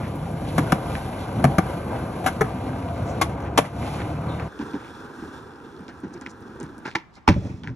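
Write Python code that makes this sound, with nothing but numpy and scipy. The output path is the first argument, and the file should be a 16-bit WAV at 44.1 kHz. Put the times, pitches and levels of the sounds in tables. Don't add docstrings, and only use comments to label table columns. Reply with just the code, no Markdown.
import sys
import numpy as np
from scipy import signal
from scipy.fft import rfft, irfft, next_fast_len
from scipy.io import wavfile
from scipy.ndimage import uniform_filter1d

SR = 44100
rng = np.random.default_rng(int(sys.argv[2]) if len(sys.argv) > 2 else 0)


def to_wav(sig):
    pcm = np.clip(np.atleast_2d(sig), -1, 1) * 32767
    pcm = np.round(pcm).astype(np.int16)
    wavfile.write(sys.argv[1], SR, pcm.T)


N = 341775
TIME = np.arange(N) / SR
CUT_S = 4.48

# f/Hz, density/dB per Hz
WALK_TONE = [(25, -24), (60, -0.5), (100, 1), (200, 0.5), (400, -10), (620, -10.5), (1000, -13.5),
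             (1700, -28.5), (3000, -33.5), (8500, -45.5), (11000, -31.5), (13000, -66), (16000, -86.5)]
PARK_TONE = [(25, -35), (70, -0.5), (135, -4), (180, -5.5), (280, 0), (420, -6), (620, -19), (950, -10.5),
             (1600, -12), (2100, -34.5), (2950, -34), (3500, -33), (6000, -35.5), (8000, -40),
             (11500, -37.5), (13500, -38), (16000, -77)]
RAMP_TONE = [(25, -27), (60, -4), (110, 1), (220, -8), (350, -17.5), (700, -26), (1500, -36.5), (3000, -53),
             (6000, -51.5), (9000, -62), (16000, -65)]
# f/Hz, density/dB per Hz
WALK_CLACK = [(60, -6), (160, 8.5), (300, -2), (700, -1), (1200, 0), (2000, -13), (3200, -16.5),
              (4500, -24), (5700, -21.5), (8500, -30.5), (10800, -15.5), (13000, -42), (16000, -59)]
PARK_CLACK = [(50, -21), (140, 3), (320, 5.5), (480, -4), (650, -8), (900, 6), (1500, -3), (2400, -9.5),
              (4000, -20), (6000, -24), (8000, -39), (12000, -38), (16000, -47)]
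# f/Hz, level/dB, t60/s
WALK_MODES = [(497, -23.5, 0.02), (622, 8, 0.024), (740, -1, 0.087), (960, -15.5, 0.063),
              (1116, -16, 0.025), (1186, -2.5, 0.046), (1696, -18, 0.062), (1730, -1.5, 0.05),
              (2046, 3, 0.012), (2250, -7, 0.051), (2900, -60, .04)]
PARK_MODES = [(576, -7, .06), (770, -8, .07), (875, -2, 0.13), (981, -2, .11), (1152, -4, 0.048),
              (1320, -6, 0.08), (1560, -7, 0.06), (2130, -15, .05), (2320, -5, 0.04), (3250, -19, 0.035),
              (3630, -20, .05)]
# f/Hz, left minus right/dB, left lead/rad
WALK_PORTS = [(100.5, 0, 0), (297, 2, 0.09), (596, 8.5, 0.69), (1103, 12.5, 0.65), (1800, 0, -1.1),
              (2970, 1, 1.5), (4360, 3, 1.32), (5050, 1.5, 4), (5540, 0.5, 5.5), (6330, -5, 6.5),
              (7700, 12, 7.5), (10660, -3.5, 10.5), (14050, 3, 14)]
PARK_PORTS = [(97, 0, 0.5), (352, -0.5, 0), (705, -6, 0.3), (1125, -3.5, 1.5), (1460, 3.5, -0.7),
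              (2920, -2.5, 2), (4250, -0.5, 0.46), (5280, -9.5, 6), (5390, -1.5, 6), (7200, -0.5, 7.5),
              (11000, 2, 8.5), (14800, -2, 10)]
# f/Hz, width/Hz, gain/dB
WALK_BODY = [(145, 17, -10), (747, 85, 0), (1240, 140, -7), (1510, 215, -0.5)]
PARK_BODY = [(141, 22, -5), (258, 73, -6), (399, 91, -8.5), (815, 74, -3.5), (2620, 150, 1.5),
             (3430, 200, 3), (5440, 500, -10)]
WALK_DRIFT, PARK_DRIFT = 0.053, 0.011
# peak t/s, half length/s, rumble/dB, roar/dB, hiss/dB
ROLL_SWELLS = [(0.58, 0.088, 8, 1.5, 4), (0.97, 0.16, 0, 0.5, 2.5), (1.416, 0.14, 7.5, 1, 1),
               (1.947, 0.21, 3, 1.5, -1), (3.9, 0.15, 0.5, 1.5, 8.5), (4.668, 0.14, 3, 1, 1),
               (4.87, 0.048, -2.5, 0, 3.5), (5.22, 0.11, 4, 2.5, 3.5), (5.353, 0.045, 0, 3.5, 6.5),
               (6.647, 0.33, 3.5, 2.5, 2.5), (7.468, 0.033, 2, 13, 4.5), (7.69, 0.055, 8, 3, -13)]

# rumble/dB, roar/dB, hiss/dB
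WALK_ROLL_DB = (-31.5, -35.5, -50.5)
# rumble, roar and hiss rise by these dB around NEAR_S
APPROACH_DB, NEAR_S = (1, 2.5, 2), 0.5
FLIGHT_HISS_DB, AHEAD_S, AHEAD_DB_PER_S = -6, 2.03, -1.06
HISS_LAG_S = .08
SIZZLE_HZ, SIZZLE_NEAR_DB, SIZZLE_FAR_DB = 9100, 1.5, -4
DIP_S, DIP_HALF_S, DIP_DB = 3.70, 0.053, -10.5
# t/s, rate/turns per s
WHEEL_TURNS = [(0, 27.3), (1.3, 25.6), (2.7, 31.4), (3.3, 35), (4.47, 38.1)]
# multiple of turn rate, level/dB
WHEEL_HUM, HUM_DB_PER_OCTAVE = [(2, -38), (3, -39), (4, -40), (8, -43)], 12
# peak t/s, half length/s, centre f/Hz, peak level/dB
WALK_SCUFFS = [(.05, 0.033, 1750, -44), (.49, 0.022, 3470, -46), (1.22, 0.029, 3500, -49),
               (3.10, 0.04, 5920, -52), (3.47, 0.021, 1860, -44.5), (4.01, 0.018, 1500, -36.5),
               (4.41, 0.03, 1300, -41)]
PARK_SCUFFS = [(4.85, .05, 2330, -53), (6.14, 0.0076, 5830, -50.5), (6.305, 0.016, 6000, -55),
               (6.855, .008, 1450, -39), (6.905, 0.03, 3950, -53), (6.924, .013, 2300, -50),
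               (7.16, 0.025, 4440, -58), (7.178, 0.0099, 900, -50)]
# t/s, starting level before final filtering/dB, centre f/Hz
WALK_TICKS = [(.157, -42, 10500), (.314, -42, 8500), (.70, -30, 2500), (.918, -32, 2800), (.953, -21, 1800),
              (1.192, -33, 2500), (3.643, -21, 903), (3.652, -23, 2210), (3.828, -30, 1900),
              (3.866, -29, 1900), (3.946, -32, 2000), (4.003, -27, 1803), (4.018, -26, 1500),
              (4.398, -26, 1600)]
PARK_TICKS = [(4.591, -34, 3000), (4.734, -35, 2500), (5.807, -53, 9000), (5.881, -36, 4000),
              (6.003, -49, 9000), (6.212, -37, 6000), (6.263, -20, 1700), (6.407, -48, 11000),
              (6.601, -33, 6000), (6.630, -35, 7950), (6.781, -40, 9000), (6.853, -28, 2000),
              (7.635, -29, 2300), (7.674, -24, 1500)]
AGAIN_S, AGAIN_DB = 0.008, -7
# peak t/s, half length/s, centre f/Hz, peak level/dB
DRONES = [(.34, 0.19, 158, -29.5), (2.72, 0.15, 270, -35.5), (2.9, .33, 92, -34), (4.22, .08, 150, -30.5)]
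DRONE_WIDTH_HZ = 45

# t/s, thud/dB, knock/dB, crack/dB, flex f/Hz, flex t60/s,
# wood mode f/Hz, wood/dB, truck clank f/Hz, clank/dB, rattle/s, second wheel delay/s
JOINTS = [(0.579, -16.5, -24.5, -36.5, 164.6, .12, 740, -2, 1100, -2, 0.0079, 0.008),
          (0.720, -17, -21, -33.5, 157, .055, 760, 2, 1060, -1, .006, .005),
          (1.4404, -13, -17, -35, 135.5, 0.21, 712, 6, 1170, -8, 0.008, 0.0077),
          (1.582, -15.5, -22, -35.5, 180, 0.048, 777, -1, 1140, -2.5, 0.0058, 0.0049),
          (2.2603, -27.5, -20.5, -31.5, 288, 0.055, 760, -1, 1610, 0, 0.02, .013),
          (2.4084, -18.5, -23.5, -36.5, 432, .06, 1276, 0.5, 1790, 3, 0.0089, 0.0056)]
SECOND_RING_DB, SECOND_WHEEL_DB, SECOND_FLEX_RATIO = -10, -6.5, 1.8
# t/s, thud/dB, knock/dB, crack/dB, flex f/Hz,
# flex t60/s, wood mode f/Hz, wood/dB, truck clank f/Hz, clank/dB, rattle/s
WALK_JUMP = [(3.2125, -27.5, -20, -26.5, 321, 0.13, 1105, 1, 2250, -4.5, .015),
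             (3.575, -22.5, -18.5, -22.5, 273, .069, 915, 0.5, 2300, -10, 0.011),
             (3.584, -19, -16.5, -30.5, 450, 0.017, 596, -0.5, 805, -2, 0.01)]
PARK_JUMP = [(6.951, -31, -25.5, -33, 325, 0.078, 900, -4, 2350, -2.5, 0.0075),
             (7.276, -18, -16, -27.5, 180, 0.15, 873, -1.5, 986, -4, 0.0035),
             (7.283, -11, -23, -27, 92, 0.12, 1145, -7, 1590, -7, 0.013)]
# t/s, thud/dB, knock/dB, deck flex f/Hz
WALK_TAPS = [(2.240, -36, -31, 200), (2.420, -28.5, -38, 136), (3.291, -49, -42, 250),
             (3.399, -46.5, -40, 252), (3.642, -49.5, -38, 200), (3.652, -58, -43.5, 200)]
PARK_TAPS = [(4.591, -29, -46, 281), (4.607, -33, -44, 237), (4.734, -27, -45, 278), (4.743, -35, -52, 410),
             (5.222, -37, -54, 330), (5.802, -40, -55, 202), (5.880, -39.5, -45.5, 268),
             (6.032, -29.5, -49, 276), (6.104, -45, -56, 315), (6.147, -36, -50, 347),
             (6.491, -40.5, -59, 237), (6.212, -42, -47.5, 262), (6.258, -38.5, -46.5, 256),
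             (6.605, -35.5, -46.5, 247), (6.631, -36, -53, 154), (6.853, -35.5, -33.5, 270),
             (7.173, -57, -60, 252), (7.634, -42, -46.5, 118), (7.673, -36, -45, 177)]
# crack over knock/dB, flex t60/s, wood mode f/Hz, wood/dB,
# truck clank f/Hz, clank/dB, rattle/s
WALK_TAP_VOICE = (-16, 0.1, 747, 4, 1499, -6.5, 0.07)
PARK_TAP_VOICE = (-10, 0.055, 1002, -8.5, 1450, 2, 0.0366)
CHIRP_S, CHIRP_HOLD_S, CHIRP_FADE_S, CHIRP_DB = 4.286, .03, .05, -49
CHIRP_HZ, CHIRP_DROP_HZ = 3640, 450

# f/Hz, density/dB per Hz
AIR_TONE = [(30, -3), (70, 2), (250, -2), (600, -13.5), (950, -7), (1600, -15), (2600, -25.5),
            (5500, -34.5), (14000, -56)]
AIR_DB = -56
START_M, SPEED_M_S = 2.95, 3.62
# level at that distance/dB, change per doubling of distance/dB
PARK_ROLL_DB, RECEDE_DB = (-42.5, -41, -54), (-3, -5, -6.5)
LOADED_S, UNLOADED_DB = 4.59, -5.5
# level on landing before the boom/dB, fade/dB per s
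RAMP_ROLL_DB, RAMP_FADE_DB_PER_S = (-32, -44.5, -53.5), (-22.5, -56, -35)
RAMP_BOOM_DB, RAMP_BOOM_S = 17, 0.049
# f/Hz, mean level/dB, t60/s
RAMP_MODES = [(89.5, -3, 0.16), (121, 2, .17), (179, -4, .15), (256.6, -8.5, .2), (296, -8, 0.066),
              (345, -10, .13), (442, -20.5, 0.21), (574, -9.5, 0.059)]
# t/s, level over the first 30 ms/dB
RAMP_THUMPS = [(7.295, -17), (7.362, -24), (7.420, -30), (7.452, -30), (7.498, -33), (7.536, -34.5),
               (7.703, -32)]


def undb(db):
    return 10 ** (np.asarray(db) / 20)


def unit(x):
    return x / np.sqrt(np.mean(x ** 2))


def unit_onset(x):
    return x / np.sqrt(np.mean(x[:int(.03 * SR)] ** 2))


def on_log_hz(hz, points):
    f, *columns = np.transpose(points)
    return [np.interp(np.log(np.maximum(hz, 1)), np.log(f), c) for c in columns]


def colour(x, points, size=4096):
    db, = on_log_hz(np.arange(size // 2 + 1) * SR / size, points)
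    cepstrum = irfft(np.log(undb(db)))
    cepstrum[1:size // 2] *= 2
    cepstrum[size // 2 + 1:] = 0
    response = irfft(np.exp(rfft(cepstrum)))
    return signal.fftconvolve(x, response)[:len(x)]


def registers(x):
    edges = [(400, "low"), ((400, 2500), "band"), (2500, "high")]
    return [signal.sosfilt(signal.butter(4, hz, kind, fs=SR, output="sos"), x) for hz, kind in edges]


def resonance(x, hz, width):
    return signal.lfilter(*signal.iirpeak(hz, hz / width, fs=SR), x)


def drifting(x, hz, width, drift):
    turn = np.exp(2j * np.pi * np.cumsum(hz * (1 + drift * walk(7.04))) / SR)
    pole = np.exp(-np.pi * width / SR)
    return 2 * np.real(turn * signal.lfilter([1 - pole], [1, -pole], x / turn))


def walk(rate):
    k = int(SR / rate)
    held = np.repeat(rng.standard_normal(N // k + 1), k)
    return 1.132 * uniform_filter1d(uniform_filter1d(held, k), k)[:N]


def between(start, end, fade=0.004):
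    opening = np.clip((TIME - start) / fade + .5, 0, 1)
    closing = np.clip((end - TIME) / fade + .5, 0, 1)
    return opening * closing


def swell(s, half_s):
    return np.exp(-((TIME - s) / half_s) ** 2)


def ports(x, table, shade):
    size = next_fast_len(N + 4096)
    db, lead = on_log_hz(np.arange(size // 2 + 1) * SR / size, table)
    spectrum, gain = rfft(x, size), undb(shade * db / 2)
    left = irfft(spectrum * gain, size)
    right = irfft(spectrum / gain * np.exp(-1j * lead), size)
    return np.array([left, right])[:, :N]


def surroundings(x, t60, bass_db, treble_db, echo_s, echo_db):
    t = np.arange(SR) / SR
    late = np.maximum(t - echo_s, 0)
    scatter = (1 - np.exp(-t / 0.0012)) * undb(-60 * t / t60)
    echo = undb(echo_db) * (1 - np.exp(-late / 0.0025)) * np.exp(-late / 0.029)
    shape = scatter + echo
    bass = registers(rng.standard_normal(SR))[0]
    out = []
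    for _ in range(2):
        _, middle, treble = registers(rng.standard_normal(SR))
        mix = undb(bass_db) * bass + middle + undb(treble_db) * treble
        response = mix * shape / np.sqrt(np.sum(shape ** 2))
        out.append(signal.fftconvolve(x, response)[:N])
    return np.array(out)


def grit(count, spread_db):
    hardness_db = spread_db * np.minimum(rng.exponential(size=count), 7)
    return unit(rng.standard_normal(count) * undb(hardness_db))


def alongside():
    far = 1 - between(NEAR_S, np.inf, fade=0.37)
    levels = np.array(WALK_ROLL_DB)[:, None] - np.outer(APPROACH_DB, far)
    flight = between(WALK_JUMP[0][0] + HISS_LAG_S, WALK_JUMP[1][0], fade=0.11)
    levels[2] += AHEAD_DB_PER_S * np.maximum(TIME - AHEAD_S, 0) + FLIGHT_HISS_DB * flight
    return levels


def wheels(levels, tone, body, drift, grit_db, turn_hz, turn_db, flicker_db):
    throb = turn_db * np.sin(2 * np.pi * np.cumsum(turn_hz * (1 + 0.038 * walk(2.6))) / SR)
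    surface = walk(30)
    swells = sum(np.outer(db, swell(s, half_s)) for s, half_s, *db in ROLL_SWELLS)
    shaking = colour(grit(N, grit_db), tone)
    deck = sum(undb(db + 3.6 * walk(9)) * drifting(shaking, hz, width, drift) for hz, width, db in body)
    out = 0
    for band, level, flicker in zip(registers(shaking + deck), levels + swells, flicker_db):
        load = undb(throb + flicker * (surface + walk(16)) / 2)
        out = out + unit(band * load) * undb(level)
    return out


def dulled(x):
    top = signal.sosfiltfilt(signal.butter(4, SIZZLE_HZ, "high", fs=SR, output="sos"), x)
    db = np.interp(TIME, [AHEAD_S, WALK_JUMP[0][0]], [SIZZLE_NEAR_DB, SIZZLE_FAR_DB])
    return x + top * (undb(db) - 1)


def hum(turn_hz, wander, waver_db):
    phase = 2 * np.pi * np.cumsum(turn_hz * (1 + wander * walk(8))) / SR
    lines = sum(np.sin(round(k) * phase) * undb(db + waver_db * walk(12)) for k, db in WHEEL_HUM)
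    return np.sqrt(2) * lines * undb(HUM_DB_PER_OCTAVE * np.log2(turn_hz / turn_hz.max()))


def bright_ticks(listed, start, end, count, level_db, spread_db, tick_s, centre_hz):
    out = np.zeros(N)
    t = np.arange(SR // 50) / SR
    again = [(s + AGAIN_S, db + AGAIN_DB, hz) for s, db, hz in listed]
    faint = [(start + when * (end - start), level_db - spread_db * strength, centre_hz)
             for when, strength in rng.random((count, 2))]
    for s, db, hz in [*listed, *again, *faint]:
        i = int(s * SR)
        noise = unit(resonance(rng.standard_normal(len(t)), hz, hz / 2))
        out[i:i + len(t)] += resonance(noise * np.exp(-t / tick_s), hz, hz) * undb(db)
    return out


def scuffs(table, spread_db):
    out = 0
    for s, half_s, hz, db in table:
        grains = resonance(resonance(grit(N, spread_db), hz, hz), hz, hz / 2)
        out = out + unit(grains) * undb(db) * swell(s, half_s)
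    return out


def drones():
    out = 0
    for s, half_s, hz, db in DRONES:
        shaken = resonance(resonance(rng.standard_normal(N), hz, DRONE_WIDTH_HZ), hz, DRONE_WIDTH_HZ)
        out = out + unit(shaken) * undb(db) * swell(s, half_s)
    return out


def joints():
    for s, thud_db, knock_db, crack_db, hz, t60, wood_hz, wood_db, *rest, skew_s in JOINTS:
        levels = np.array([thud_db, knock_db, crack_db])
        yield (s, *levels, hz, t60, wood_hz, wood_db, *rest)
        yield (s + skew_s, *(levels + SECOND_WHEEL_DB), hz * SECOND_FLEX_RATIO, t60 / 2,
               wood_hz, wood_db + SECOND_RING_DB, *rest)


def blows(table, tone, modes, ring_db, wood_t60, boom_db, tail_db, tail_s, chatter_db, trim_db):
    count = SR // 2
    t = np.arange(count) / SR
    out = np.zeros(N + count)
    squeeze = 1 - np.exp(-t / .0015)
    settling = undb(tail_db) * np.exp(-t / tail_s)
    for (s, thud_db, knock_db, crack_db, flex_hz, flex_t60,
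         wood_hz, wood_db, clank_hz, clank_db, rattle_s) in table:
        contact = np.exp(-(t / rattle_s) ** 2)
        bursts = undb(chatter_db * unit(uniform_filter1d(rng.standard_normal(count), size=48)))
        chatter = rng.standard_normal(count) * squeeze * bursts
        boom, knock, crack = registers(colour(chatter * (contact + settling), tone))
        clank = resonance(resonance(chatter * contact, clank_hz, clank_hz / 2), clank_hz, clank_hz / 5)
        chance = rng.standard_normal((len(modes), 3))
        ring = 0
        for (hz, db, t60), (side, vary, detune) in zip(modes, chance):
            decay = np.sign(side) * undb(db + 2 * vary - 60 * t / t60)
            ring = ring + decay * np.sin(2 * np.pi * hz * (1 + 0.0086 * detune) * t)
        ring = squeeze * ring
        wood = squeeze * np.sin(2 * np.pi * wood_hz * t) * undb(-60 * t / wood_t60)
        push = 1 - np.exp(-(t / 0.0055) ** 2)
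        flex = np.sin(2 * np.pi * flex_hz * t) * undb(-60 * t / flex_t60) * push
        thud = unit_onset(flex) + undb(boom_db) * unit_onset(boom)
        knock = unit_onset(knock) + undb(ring_db) * unit_onset(ring)
        knock = knock + undb(wood_db) * unit_onset(wood) + undb(clank_db) * unit_onset(clank)
        i = int(s * SR)
        for part, db, trim in zip((thud, knock, crack), (thud_db, knock_db, crack_db), trim_db):
            out[i:i + count] += unit_onset(part) * undb(db + trim)
    return out[:N]


def taps(table, voice):
    crack_db, *ringing = voice
    return [(s, thud_db, knock_db, knock_db + crack_db, flex_hz, *ringing)
            for s, thud_db, knock_db, flex_hz in table]


def chirp():
    since = np.maximum(TIME - CHIRP_S, 0)
    hz = CHIRP_HZ + CHIRP_DROP_HZ * np.exp(-since / 0.0061)
    pitch = hz * (1 + .065 * walk(1500))
    fade = np.exp(-np.maximum(since - CHIRP_HOLD_S, 0) / CHIRP_FADE_S)
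    shape = between(CHIRP_S, np.inf, fade=.012) * fade
    return np.sqrt(2) * np.sin(2 * np.pi * np.cumsum(pitch) / SR) * undb(CHIRP_DB) * shape


def sidewalk():
    turn_hz = np.interp(TIME, *np.transpose(WHEEL_TURNS))
    roll = wheels(alongside(), WALK_TONE, WALK_BODY, WALK_DRIFT, grit_db=2,
                  turn_hz=turn_hz, turn_db=0.9, flicker_db=(2.3, 1.7, 1.6))
    ticks = bright_ticks(WALK_TICKS, 0, CUT_S, count=110, level_db=-35, spread_db=12.0,
                         tick_s=0.0013, centre_hz=1900)
    roll = dulled(roll) + ticks + drones() + hum(turn_hz, wander=0.0201, waver_db=3.5)
    roll = roll * undb(DIP_DB * swell(DIP_S, DIP_HALF_S))
    strikes = [*joints(), *WALK_JUMP, *taps(WALK_TAPS, WALK_TAP_VOICE)]
    hits = blows(strikes, WALK_CLACK, WALK_MODES, ring_db=-2, wood_t60=0.076, boom_db=-4.5,
                 tail_db=-22, tail_s=0.028, chatter_db=3.7, trim_db=(0, 0, 2))
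    scatter = surroundings(roll + undb(-5) * hits, t60=.14, bass_db=-11, treble_db=-2,
                           echo_s=.07, echo_db=-25)
    scuffing = scuffs(WALK_SCUFFS, spread_db=2.0)
    direct = ports(roll + chirp(), WALK_PORTS, shade=0.18)
    direct = direct + ports(dulled(hits) + scuffing, WALK_PORTS, shade=0.61)
    return direct + undb(-7) * scatter


def open_air():
    shared, left, right = (unit(colour(rng.standard_normal(N), AIR_TONE)) for _ in range(3))
    return (shared + 1.1 * np.array([left, right])) * undb(AIR_DB + walk(2.23))


def receding():
    metres = START_M + SPEED_M_S * np.maximum(TIME - CUT_S, 0)
    weight_db = UNLOADED_DB * between(0, LOADED_S, fade=0.067)
    return np.array(PARK_ROLL_DB)[:, None] + np.outer(RECEDE_DB, np.log2(metres / START_M)) + weight_db


def climbing():
    since = np.maximum(TIME - PARK_JUMP[-1][0], 0)
    levels = np.array(RAMP_ROLL_DB)[:, None] + np.outer(RAMP_FADE_DB_PER_S, since)
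    levels[0] += RAMP_BOOM_DB * np.exp(-since / RAMP_BOOM_S)
    return levels


def ramp_thumps(push_s, vary_db):
    count = SR // 2
    t = np.arange(count) / SR
    out = np.zeros(N + count)
    for s, level_db in RAMP_THUMPS:
        chance = rng.standard_normal((len(RAMP_MODES), 2))
        ring = 0
        for (hz, db, t60), (side, vary) in zip(RAMP_MODES, chance):
            decay = np.sign(side) * undb(db + vary_db * vary - 60 * t / t60)
            ring = ring + decay * np.sin(2 * np.pi * hz * t)
        ring = ring * (1 - np.exp(-t / push_s))
        i = int(s * SR)
        out[i:i + count] += unit_onset(ring) * undb(level_db)
    return out[:N]


def park():
    pop_s, landed_s = PARK_JUMP[0][0], PARK_JUMP[-1][0]
    roll = wheels(receding(), PARK_TONE, PARK_BODY, PARK_DRIFT, grit_db=2.5,
                  turn_hz=20.98, turn_db=1.0, flicker_db=(2.5, 1.1, 1.8))
    roll = roll * between(0, pop_s - .04, fade=0.15)
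    ramp = wheels(climbing(), RAMP_TONE, PARK_BODY, PARK_DRIFT, grit_db=2.5,
                  turn_hz=11.0, turn_db=0.0, flicker_db=(2.2, 1.5, 1.5))
    ramp = ramp * between(landed_s, np.inf)
    strikes = [*PARK_JUMP, *taps(PARK_TAPS, PARK_TAP_VOICE)]
    hits = blows(strikes, PARK_CLACK, PARK_MODES, ring_db=-5, wood_t60=0.076, boom_db=-3,
                 tail_db=-10.5, tail_s=0.022, chatter_db=4.0, trim_db=(0, 0, 1))
    scatter = surroundings(roll + undb(-8) * hits, t60=.33, bass_db=-8, treble_db=-5,
                           echo_s=.205, echo_db=-12)
    ticks = bright_ticks(PARK_TICKS, CUT_S, pop_s, count=36, level_db=-46, spread_db=13,
                         tick_s=0.0011, centre_hz=3800)
    scuffing = scuffs(PARK_SCUFFS, spread_db=4.5)
    thumps = ramp_thumps(push_s=0.0029, vary_db=3.0)
    direct = ports(roll + scuffing + ticks, PARK_PORTS, shade=1.07)
    direct = direct + ports(hits + ramp + thumps, PARK_PORTS, shade=1.24)
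    return direct + undb(-10) * scatter


def scene():
    first = between(-1, CUT_S)
    return first * sidewalk() + (1 - first) * (park() + open_air())


def record(dry):
    thin = signal.sosfilt(signal.butter(2, 38, "high", fs=SR, output="sos"), dry)
    rounded = thin / (1 + (thin / .95) ** 4) ** .25
    return signal.sosfilt(signal.ellip(8, .2, 70, 15900, fs=SR, output="sos"), rounded)


dry = scene()
out = record(dry)
to_wav(out)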